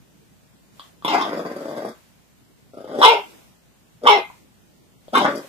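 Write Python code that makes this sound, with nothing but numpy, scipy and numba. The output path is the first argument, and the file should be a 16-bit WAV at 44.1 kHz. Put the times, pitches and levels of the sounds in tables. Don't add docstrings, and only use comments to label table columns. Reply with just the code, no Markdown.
import sys
import numpy as np
from scipy import signal
from scipy.fft import rfft, irfft, next_fast_len
from scipy.io import wavfile
from scipy.ndimage import uniform_filter1d
from numba import njit

SR = 44100
rng = np.random.default_rng(int(sys.argv[2]) if len(sys.argv) > 2 else 0)


def voltage_ratio(decibels):
    exponent = np.asarray(decibels, float) / 20
    return 10 ** exponent


def generate_wav(signal):
    frames = np.transpose(np.atleast_2d(signal))
    scaled = np.clip(frames, -1, 1) * 32767
    pcm = np.round(scaled).astype(np.int16)
    wavfile.write(sys.argv[1], SR, pcm)


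N = 242077

# frequency in Hz, density in dB per Hz.
RUMBLE = [(15, -31.5), (28, -18.5), (45, -20.5), (75, -7), (110, 0), (180, 2), (300, -5.5), (500, -12),
          (900, -42), (2000, -63)]
# frequency in Hz, density in dB per Hz.
HISS = [(300, -24.5), (600, 2), (1200, -4), (2500, -5), (5000, -9), (7500, -8.5), (8200, -10),
        (11000, -13.5), (13500, -12), (14700, -10.5)]
RUMBLE_DB, HISS_DB = -57, -60
# middle in seconds, half length in seconds, level in dB.
RUSTLES = [
    (0.835, 0.14, -58.5),
    (1.598, 0.68, -56),
    (3.25, 0.37, -53),
    (4.298, 0.19, -59),
    (5.444, 0.45, -49.5),
]
# middle in seconds, half length in seconds, level in dB.
SHUFFLES = [
    (.9, 0.21, -66),
    (3.32, .22, -56),
    (4.418, 0.099, -57.5),
    (4.8, 0.24, -61),
    (5.449, 0.097, -56),
]
# frequency in Hz, density in dB per Hz.
MATTRESS = [(90, -27.5), (200, -3.5), (330, 2.5), (550, -6.5), (1100, -34)]
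# frequency in Hz, time to fall 60 dB in seconds, level in dB.
BEDROOM = [(150, 0.27, -7), (500, 0.12, -4), (970, 0.25, -2.5), (1650, .26, 5), (3130, 0.26, 8.5),
           (5850, 0.12, 3), (9900, 0.037, 10)]
# frequency in Hz, likeness from 0 to 1.
ROOM_LIKENESS = [(150, 1), (420, 1), (750, 0.19), (1500, 0), (3000, 0.14)]
# frequency in Hz, left minus right in dB.
LEFT_TILT = [(150, 0), (400, -0.5), (700, 7), (1100, -0.5), (1500, 3.5), (2200, -2.5), (3400, 2.5),
             (5200, 5.5), (7700, -4.5), (10000, -2), (13000, 3.5)]
# frequency in Hz, lag in samples.
LEFT_LAG = [(420, 3), (800, 9), (1500, 9), (2200, 13)]

# time in seconds, peak in dB, throat ring in Hz, brightness in dB.
SMACKS = [
    (0.796, -29, 1126, 7),
    (0.803, -44, 1220, -3),
    (1.024, -33.5, 1134, -3),
    (4.019, -40, 609.3, -16),
    (4.301, -31, 990, -21),
    (5.082, -30.5, 571, -5.5),
    (5.446, -33, 537.7, -20),
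]
# centre in Hz, width in Hz, level in dB.
TICK = [(3330, 260, 0), (4700, 500, -12), (2100, 200, -18)]

# time in seconds, peak in dB.
SURGES = [(1.047, -37), (1.078, 15), (1.101, -8), (1.134, -28), (1.144, -26), (1.18, 7), (1.209, 20),
          (1.249, -14), (3.015, -12.5), (3.029, -28), (3.049, -3), (3.074, 3.5), (4.035, -12), (4.061, 3),
          (4.07, 2.5), (4.086, 0.5), (5.132, -14.5), (5.151, -6), (5.171, -0.5), (5.251, -32), (5.279, -3),
          (5.309, -10), (5.349, -16), (5.374, -16)]
# first in seconds, period in seconds, scatter in periods, level in dB, how many.
THROBS = [
    (1.328, .0355, .33, -15, 16),
    (2.734, .0357, .03, -26, 8),
]
# time in seconds, effort in dB, jaw opening 0-1, fold rate in Hz, unevenness 0-1.
RASP = [(1.04, -46, 0, 99.3, 0), (1.048, -18, 0.79, 120.6, 0.54), (1.09, -25.5, 0.7, 193.6, 0.66),
        (1.14, -17.5, 0.39, 234.4, 0.64), (1.165, -21, 0.26, 217.2, 0.8), (1.22, -21.5, 0.94, 199.4, 0.74),
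        (1.27, -31, 0.15, 168.5, 0.88)]
LONG_GROWL = [(1.3, -31.5, 0.024, 168, 0.88), (1.38, -28.5, 0.094, 160.6, 0.51),
              (1.499, -34.5, 0.013, 150, 0.61), (1.608, -35, 0.067, 147.8, 0.53),
              (1.741, -33, .2, 145.4, .65), (1.88, -31.5, 0.14, 139.4, 0.56),
              (1.93, -50.5, 0.027, 141.1, 0.48)]
SHORT_GROWL = [(2.726, -67, 0.043, 84.6, 0.33), (2.736, -50, 0.098, 85.4, 0.32),
               (2.783, -37, 0.11, 94.56, 0.48), (2.861, -42, .12, 103.7, 0.34),
               (2.878, -38.5, .06, 109.9, 0.6), (2.95, -31, 0.14, 201, 0.44),
               (3.0, -22.5, 0.054, 286.1, 0.62)]
LOUD_BARK = [(3.012, -21.5, 0.6, 331.6, 0.93), (3.029, -2.5, .93, 506.4, .8),
             (3.05, -0.5, .85, 491.2, 0.49), (3.066, -11, 0.58, 426, 0.13), (3.102, -8.5, .7, 478.5, .03),
             (3.135, -16, 0.25, 430.6, 0.25), (3.162, -27.5, 0.46, 406.6, 0.11),
             (3.199, -29.5, 0.49, 405.4, 0.58)]
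THIRD_BARK = [(4.015, -57, 0.028, 227.9, 0.067), (4.037, -27.5, .05, 246.7, 0.32),
              (4.06, -21.5, 0.07, 262.8, 0.99), (4.07, -6.5, 1, 500, 0.32), (4.092, -8.5, 0.69, 481, 0.36),
              (4.102, -5.5, 0.73, 416.7, 0.064), (4.144, -17.5, 0.34, 418.7, 0.041),
              (4.175, -16.5, 0.61, 383.1, 0.31), (4.195, -25.5, 0.12, 365, .3)]
LAST_BARK = [(5.125, -41, .1, 231.8, .1), (5.135, -26, 0.19, 235.5, 0.42), (5.154, -11.5, 1, 259.4, 0.32),
             (5.199, -17, 0.67, 240.2, .4), (5.235, -23, .2, 169.9, .7), (5.253, -19, 0.2833, 166, 0.7),
             (5.301, -30.5, 0.049, 144.1, 0.44), (5.38, -34, 0.028, 135.7, .6), (5.489, -68, .02, 119.4, 1)]
BREATHS = [RASP + LONG_GROWL, SHORT_GROWL + LOUD_BARK, THIRD_BARK, LAST_BARK]
# fold rates in Hz, and the share of the sound left at each.
SLOW_HZ, SHUT_REST = (95, 145, 400), (.05, 1.7, 2.5)

THROAT_HZ, PALATE_HZ, MOUTH_HZ = (525, 1140), (1300, 1310), 3400
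THROAT_DB, CHEST_DB, PALATE_DB, MOUTH_DB = (-1.5, -1.5), (-0.5, -11.5), (-15, -29), (-26.5, -12)
LIPS_PART = 0.53
LOOSE_PALATE_DB = 11.5
LOOSE_FROM, LOOSE_SPREAD = .45, 6
AIR_SHARE = (.1, .1)
# centre in Hz, width in Hz, level in dB.
MOUTH = [(2107, 64, 6), (3160, 480, -5.5), (4180, 660, -6.5), (4550, 750, -14), (5386, 78, -1.5)]
# centre in Hz, width in Hz.
NOSE = [(1700, 100), (4350, 400)]
# frequency in Hz, density in dB per Hz.
BREATH = [(3600, -36), (4600, 3), (5100, 1), (5600, -3), (7000, -12), (8000, -9), (9000, -21),
          (11000, -8.5), (13000, -24.5), (15000, -25.5)]
# middle in seconds, half length in seconds, drop in Hz.
TONGUE = [
    (1.15, 0.07, 1300),
    (3.13, .11, 900),
    (4.14, 0.097, 1300),
]
# middle in seconds, half length in seconds, change in dB.
LIPS = [
    (1.09, 0.11, 4),
    (1.23, 0.045, -3.5),
    (1.6, 0.76, -4),
    (2.8, .1, -3.5),
    (3.11, 0.066, -2.5),
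    (4.13, 0.033, 7.5),
    (5.18, 0.033, -2),
    (5.28, 0.062, 3),
]
# middle in seconds, half length in seconds, change in dB.
PALATE = [
    (1.14, 0.047, 9),
    (1.4, 0.15, 4.5),
    (2.85, .12, -2.5),
    (3.07, 0.048, -1.5),
    (4.11, 0.09, -7),
    (5.15, 0.016, 22.5),
    (5.27, .05, 13.5),
]
# middle in seconds, half length in seconds, change in dB.
CHEST = [
    (1.15, 0.056, -3.5),
    (1.7, 0.11, 0),
    (2.85, 0.23, -1),
    (3.035, .035, -9),
    (3.11, 0.059, -1),
    (4.075, .03, -10),
    (4.12, 0.046, -1),
    (5.22, 0.061, 3),
    (5.35, 0.042, 3.5),
]
# middle in seconds, half length in seconds, change in dB.
GASPS = [
    (1.13, 0.31, 7),
    (2.87, 0.48, -4),
    (3.04, 0.06, 6.5),
    (4.12, 0.14, -7.5),
    (5.2, .07, 4.5),
    (5.36, 0.081, 2.5),
]

# start in seconds, length in seconds, whistle in dB.
WHISTLED = [
    (1.07, .6, -61),
    (3.1, .15, -58),
    (4.12, .18, -60),
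    (5.2, .13, -61),
]
# centre in Hz, width in Hz, share of the
# length, whistle in dB against the call's.
EMPTIED = [(7950, 500, .85, -25), (9188, 500, .3, -2), (9938, 700, 1.3, -14), (10688, 700, .8, 0),
           (11438, 700, 1, 0), (12188, 550, .6, -1)]
# start in seconds, end in seconds.
NO_BASS = [
    (1.1, 1.9),
    (5.2, 5.49),
]
# start in seconds, end in seconds.
NO_TOP = [
    (1.07, 1.31),
    (3.13, 3.17),
    (4.13, 4.25),
    (5.14, 5.29),
]


def unit(x):
    return x / np.sqrt(np.mean(x ** 2) + 1e-20)


def along(points, hz, column=1):
    points = np.transpose(points)
    return np.interp(np.log(hz + 1), np.log(points[0] + 1), points[column])


def curves(rows):
    s, *columns = np.transpose(rows)
    return [np.interp(np.arange(N) / SR, s, column) for column in columns]


def humps(rows):
    t = np.arange(N) / SR
    return sum(high * np.cos(np.pi / 2 * np.clip((t - s) / half, -1, 1)) ** 2 for s, half, high in rows)


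def between(ends, share):
    return ends[0] + (ends[1] - ends[0]) * share


def filtered(x, response):
    m = next_fast_len(N + SR // 2)
    return irfft(rfft(x, m) * response(np.fft.rfftfreq(m, 1 / SR)), m)[..., :N]


def resonances(modes):
    def response(f):
        total = 0
        for k, (c, w, db) in enumerate(modes):
            total = total + (-1) ** k * voltage_ratio(db) * 1j * f * w / (c * c - f * f + 1j * f * w)
        return total
    return response


@njit
def swept(x, turn, radius):
    y = np.zeros(len(x))
    for i in range(2, len(x)):
        y[i] = x[i] - x[i - 2] + 2 * radius * np.cos(turn[i]) * y[i - 1] - radius * radius * y[i - 2]
    return y


def cavity(x, hz, width_hz):
    radius = np.exp(-np.pi * width_hz / SR)
    return (1 - radius) * swept(x, 2 * np.pi * hz / SR, radius)


def double_cavity(x, hz, width_hz):
    return cavity(cavity(x, hz, width_hz), hz, 1.5 * width_hz)


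def steady(x):
    power = np.abs(uniform_filter1d(uniform_filter1d(x ** 2, size=3000), size=3000))
    return x / np.sqrt(power + 1e-20)


def patchy(spectrum, patchy_db):
    z = signal.stft(rng.standard_normal((2, N + 512)), nperseg=512)[2]
    field = uniform_filter1d(rng.standard_normal(z.shape[1:]), size=5, axis=0)
    field = uniform_filter1d(field, size=10, axis=1)
    pair = signal.istft(z * voltage_ratio(patchy_db * unit(field)), nperseg=512)[1][:, :N]
    return unit(filtered(pair, lambda hz: voltage_ratio(along(spectrum, hz))))


def background():
    rustle = humps([(s, half, voltage_ratio(db)) for s, half, db in RUSTLES])
    hum = voltage_ratio(-68.5) * np.sin(2 * np.pi * 60 * np.arange(N) / SR)
    weight = humps([(s, half, voltage_ratio(db)) for s, half, db in SHUFFLES])
    shuffle = weight * patchy(MATTRESS, patchy_db=3)
    rumble = patchy(RUMBLE, patchy_db=2)
    hiss = patchy(HISS, patchy_db=.6)
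    return voltage_ratio(RUMBLE_DB) * rumble + (voltage_ratio(HISS_DB) + rustle) * hiss + hum + shuffle


def bedroom(x):
    out, step = np.zeros((2, N + SR)), SR // 8
    for start in range(0, N, step):
        hz, t, z = signal.stft(rng.standard_normal((2, SR // 2)), SR, nperseg=256)
        turn = np.arccos(np.clip(along(ROOM_LIKENESS, hz), -1, 1))[:, None] / 2
        shared, apart = np.cos(turn) * z[0], np.sin(turn) * z[1]
        z = np.array([shared + apart, shared - apart])
        t60 = along(BEDROOM, hz)[:, None]
        decay = voltage_ratio(along(BEDROOM, hz, column=2)[:, None] - 60 * t / t60)
        decay = decay / np.sqrt(t60 * SR / (6 * np.log(10)))
        tail = signal.istft(z * decay, SR, nperseg=256)[1]
        piece = x[start:start + 2 * step]
        piece = piece * np.hanning(2 * step)[:len(piece)]
        wet = signal.fftconvolve(piece[None], tail, axes=1)
        out[:, start + 130:][:, :wet.shape[1]] += wet
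    return out[:, :N]


def smacks():
    out, bright, t = np.zeros(N + SR), np.zeros(N), np.arange(SR // 20) / SR
    for s, db, hz, bright_db in SMACKS:
        start = round(s * SR)
        out[start:][:len(t)] += voltage_ratio(db - 60 * t / .024) * np.sin(2 * np.pi * hz * t)
        bright[start] = voltage_ratio(db + bright_db + 20)
    return out[:N] + filtered(bright, resonances(TICK))


def controls():
    rows = []
    for calls in BREATHS:
        first, last = calls[0], calls[-1]
        rows += [(first[0] - .006, -110, *first[2:]), *calls, (last[0] + .04, -110, *last[2:])]
    effort_db, jaw, rate_hz, uneven = curves(rows)
    return effort_db, np.clip(jaw, 0, 1), rate_hz, np.clip(uneven, 0, 1)


def gusts():
    rows = list(SURGES)
    for s, period, scatter, db, count in THROBS:
        chance = rng.standard_normal((int(count), 2))
        times = s + period * (np.arange(len(chance)) + scatter * chance[:, 0])
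        rows += zip(times, db + 4 * chance[:, 1])
    s, db = np.transpose(rows)
    return np.round(s * SR).astype(int), voltage_ratio(db)


def surges(marks, rest):
    t = np.arange(SR // 8) / SR
    burst = (1 - np.exp(-t / .002)) * np.exp(-t / .013)
    swell = np.abs(signal.fftconvolve(np.bincount(*marks, N), burst)[:N])
    mean = np.abs(uniform_filter1d(swell, size=3000))
    return (swell + rest * mean + 1e-5) / ((1 + rest) * mean + 1e-5)


def folds(rate_hz, uneven, marks):
    chance = rng.standard_normal((3000, 2))
    cycles = np.cumsum(rate_hz) / SR
    starts = np.searchsorted(cycles, np.arange(1, int(cycles[-1])))
    chance = chance[:len(starts)]
    period = SR / rate_hz[starts]
    when = starts + .3 * uneven[starts] * np.clip(chance[:, 0], -2, 2) * period
    size = voltage_ratio(4.5 * uneven[starts] * np.clip(chance[:, 1], -2.5, 1.3)) * np.sqrt(period)
    snaps = np.bincount(np.clip(when.astype(int), 0, N - 1), size, N)
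    opening = marks[0] + 40
    snaps[opening] += 1.3 * np.sqrt(SR / rate_hz[opening])
    puffs = signal.lfilter([1], [1, -np.exp(-1 / (0.0018 * SR))], snaps)
    return snaps, steady(puffs) * rng.standard_normal(N)


def head(x):
    def response(hz):
        small = (hz ** 2 / (105 ** 2 - hz ** 2 + 1j * hz * 150)) ** 2
        nose = 1
        for c, w in NOSE:
            nose = nose * (c * c - hz * hz + .3j * hz * w) / (c * c - hz * hz + 1j * hz * w)
        return small * nose
    return filtered(x, response)


def voice():
    effort_db, jaw, rate_hz, uneven = controls()
    throat_db = effort_db + between(THROAT_DB, jaw)
    chest_db = effort_db + between(CHEST_DB, jaw) + humps(CHEST)
    palate_db = effort_db + between(PALATE_DB, jaw) + LOOSE_PALATE_DB * uneven + humps(PALATE)
    mouth_db = effort_db + between(MOUTH_DB, np.clip(jaw / LIPS_PART, 0, 1)) + humps(LIPS)
    throat_hz, palate_hz = between(THROAT_HZ, jaw), between(PALATE_HZ, jaw)
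    mouth_hz = MOUTH_HZ - humps(TONGUE)
    chest_hz = np.clip(rate_hz, 215, 470)

    marks = gusts()
    snaps, air = folds(rate_hz, uneven, marks)

    def mix(share):
        return np.sqrt(1 - share) * snaps + np.sqrt(share) * air

    noisy = np.clip(between(AIR_SHARE, uneven), 0, 1)
    low = mix(noisy) * surges(marks, np.interp(rate_hz, SLOW_HZ, SHUT_REST))
    low = filtered(low, lambda hz: 1 / (1 + 1j * hz / 1500) ** 2)
    high = mix(np.clip(noisy + .85 * uneven, 0, .9)) * surges(marks, rest=1.2)

    chest = double_cavity(low, chest_hz, width_hz=300)
    throat = double_cavity(low, throat_hz, width_hz=215)
    palate = double_cavity(low, palate_hz, width_hz=270)
    blur = LOOSE_SPREAD * np.clip(uneven - LOOSE_FROM, 0, 1)
    palate = palate - blur * double_cavity(low, .92 * palate_hz, width_hz=750)
    tongue = double_cavity(high, mouth_hz, width_hz=520)
    still_mouth = filtered(high, lambda hz: resonances(MOUTH)(hz) * hz ** 2
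                           / (1800 ** 2 - hz ** 2 + 1j * hz * 1500))
    breath = filtered(high * rng.standard_normal(N), lambda hz: voltage_ratio(along(BREATH, hz)))
    airflow = (voltage_ratio(mouth_db - 26.5) + voltage_ratio(chest_db - 21.0)) * voltage_ratio(humps(GASPS))

    layers = voltage_ratio(throat_db) * steady(throat)
    layers -= voltage_ratio(chest_db) * steady(chest)
    layers += voltage_ratio(palate_db) * steady(palate)
    layers += voltage_ratio(mouth_db) * steady(tongue + voltage_ratio(-5) * still_mouth)
    layers += airflow * steady(breath)
    return head(voltage_ratio(-1.5) * layers)


def scene():
    puppy = voice() + smacks()
    sides = np.array([[1], [-1]])
    direct = filtered(puppy[None], lambda hz: np.exp(-1j * np.pi * hz * along(LEFT_LAG, hz) / SR * sides))
    heard = direct + bedroom(puppy)
    return filtered(heard, lambda hz: voltage_ratio(along(LEFT_TILT, hz) * sides / 2)) + background()


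def thinned(x):
    hz, frames, z = signal.stft(x, SR, nperseg=1024)
    lots = np.kron(rng.random((110, 90)), np.ones((5, 6)))[:len(hz), :len(frames)]
    keep = np.where((lots < .07) & (abs(hz[:, None] - 4900) < 3400), voltage_ratio(-30), 1)
    tones, t = np.zeros((2, N)), np.arange(N) / SR

    def empty(band, start, end):
        keep[np.ix_(band, (frames > start) & (frames < end))] = voltage_ratio(-28)

    for start, end in NO_BASS:
        empty(hz < 70, start, end)
    for start, end in NO_TOP:
        empty(hz > 13200, start, end)
    for start, length, whistle_db in WHISTLED:
        for centre_hz, width_hz, share, more_db in EMPTIED:
            end, db = start + share * length, whistle_db + more_db
            empty(abs(hz - centre_hz) < width_hz / 2, start, end)
            times = [start - .04, start - .02, end, end + .02]
            level = voltage_ratio(np.interp(t, times, [-120, db, db - 11, -120]))
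            tones += 1.6 * level * np.sin(2 * np.pi * (centre_hz * t + .2 * rng.random((2, 1))))
    return signal.istft(z * keep * (hz < 14700)[:, None], SR, nperseg=1024)[1][:, :N] + tones


def top_cut(x):
    return signal.sosfilt(signal.butter(12, 15470, fs=SR, output="sos"), x)


def record(dry):
    x = thinned(dry)
    x = x / (1 + np.abs(x) ** 14) ** (1 / 14)
    return top_cut(x)


dry = scene()
out = record(dry)
generate_wav(out)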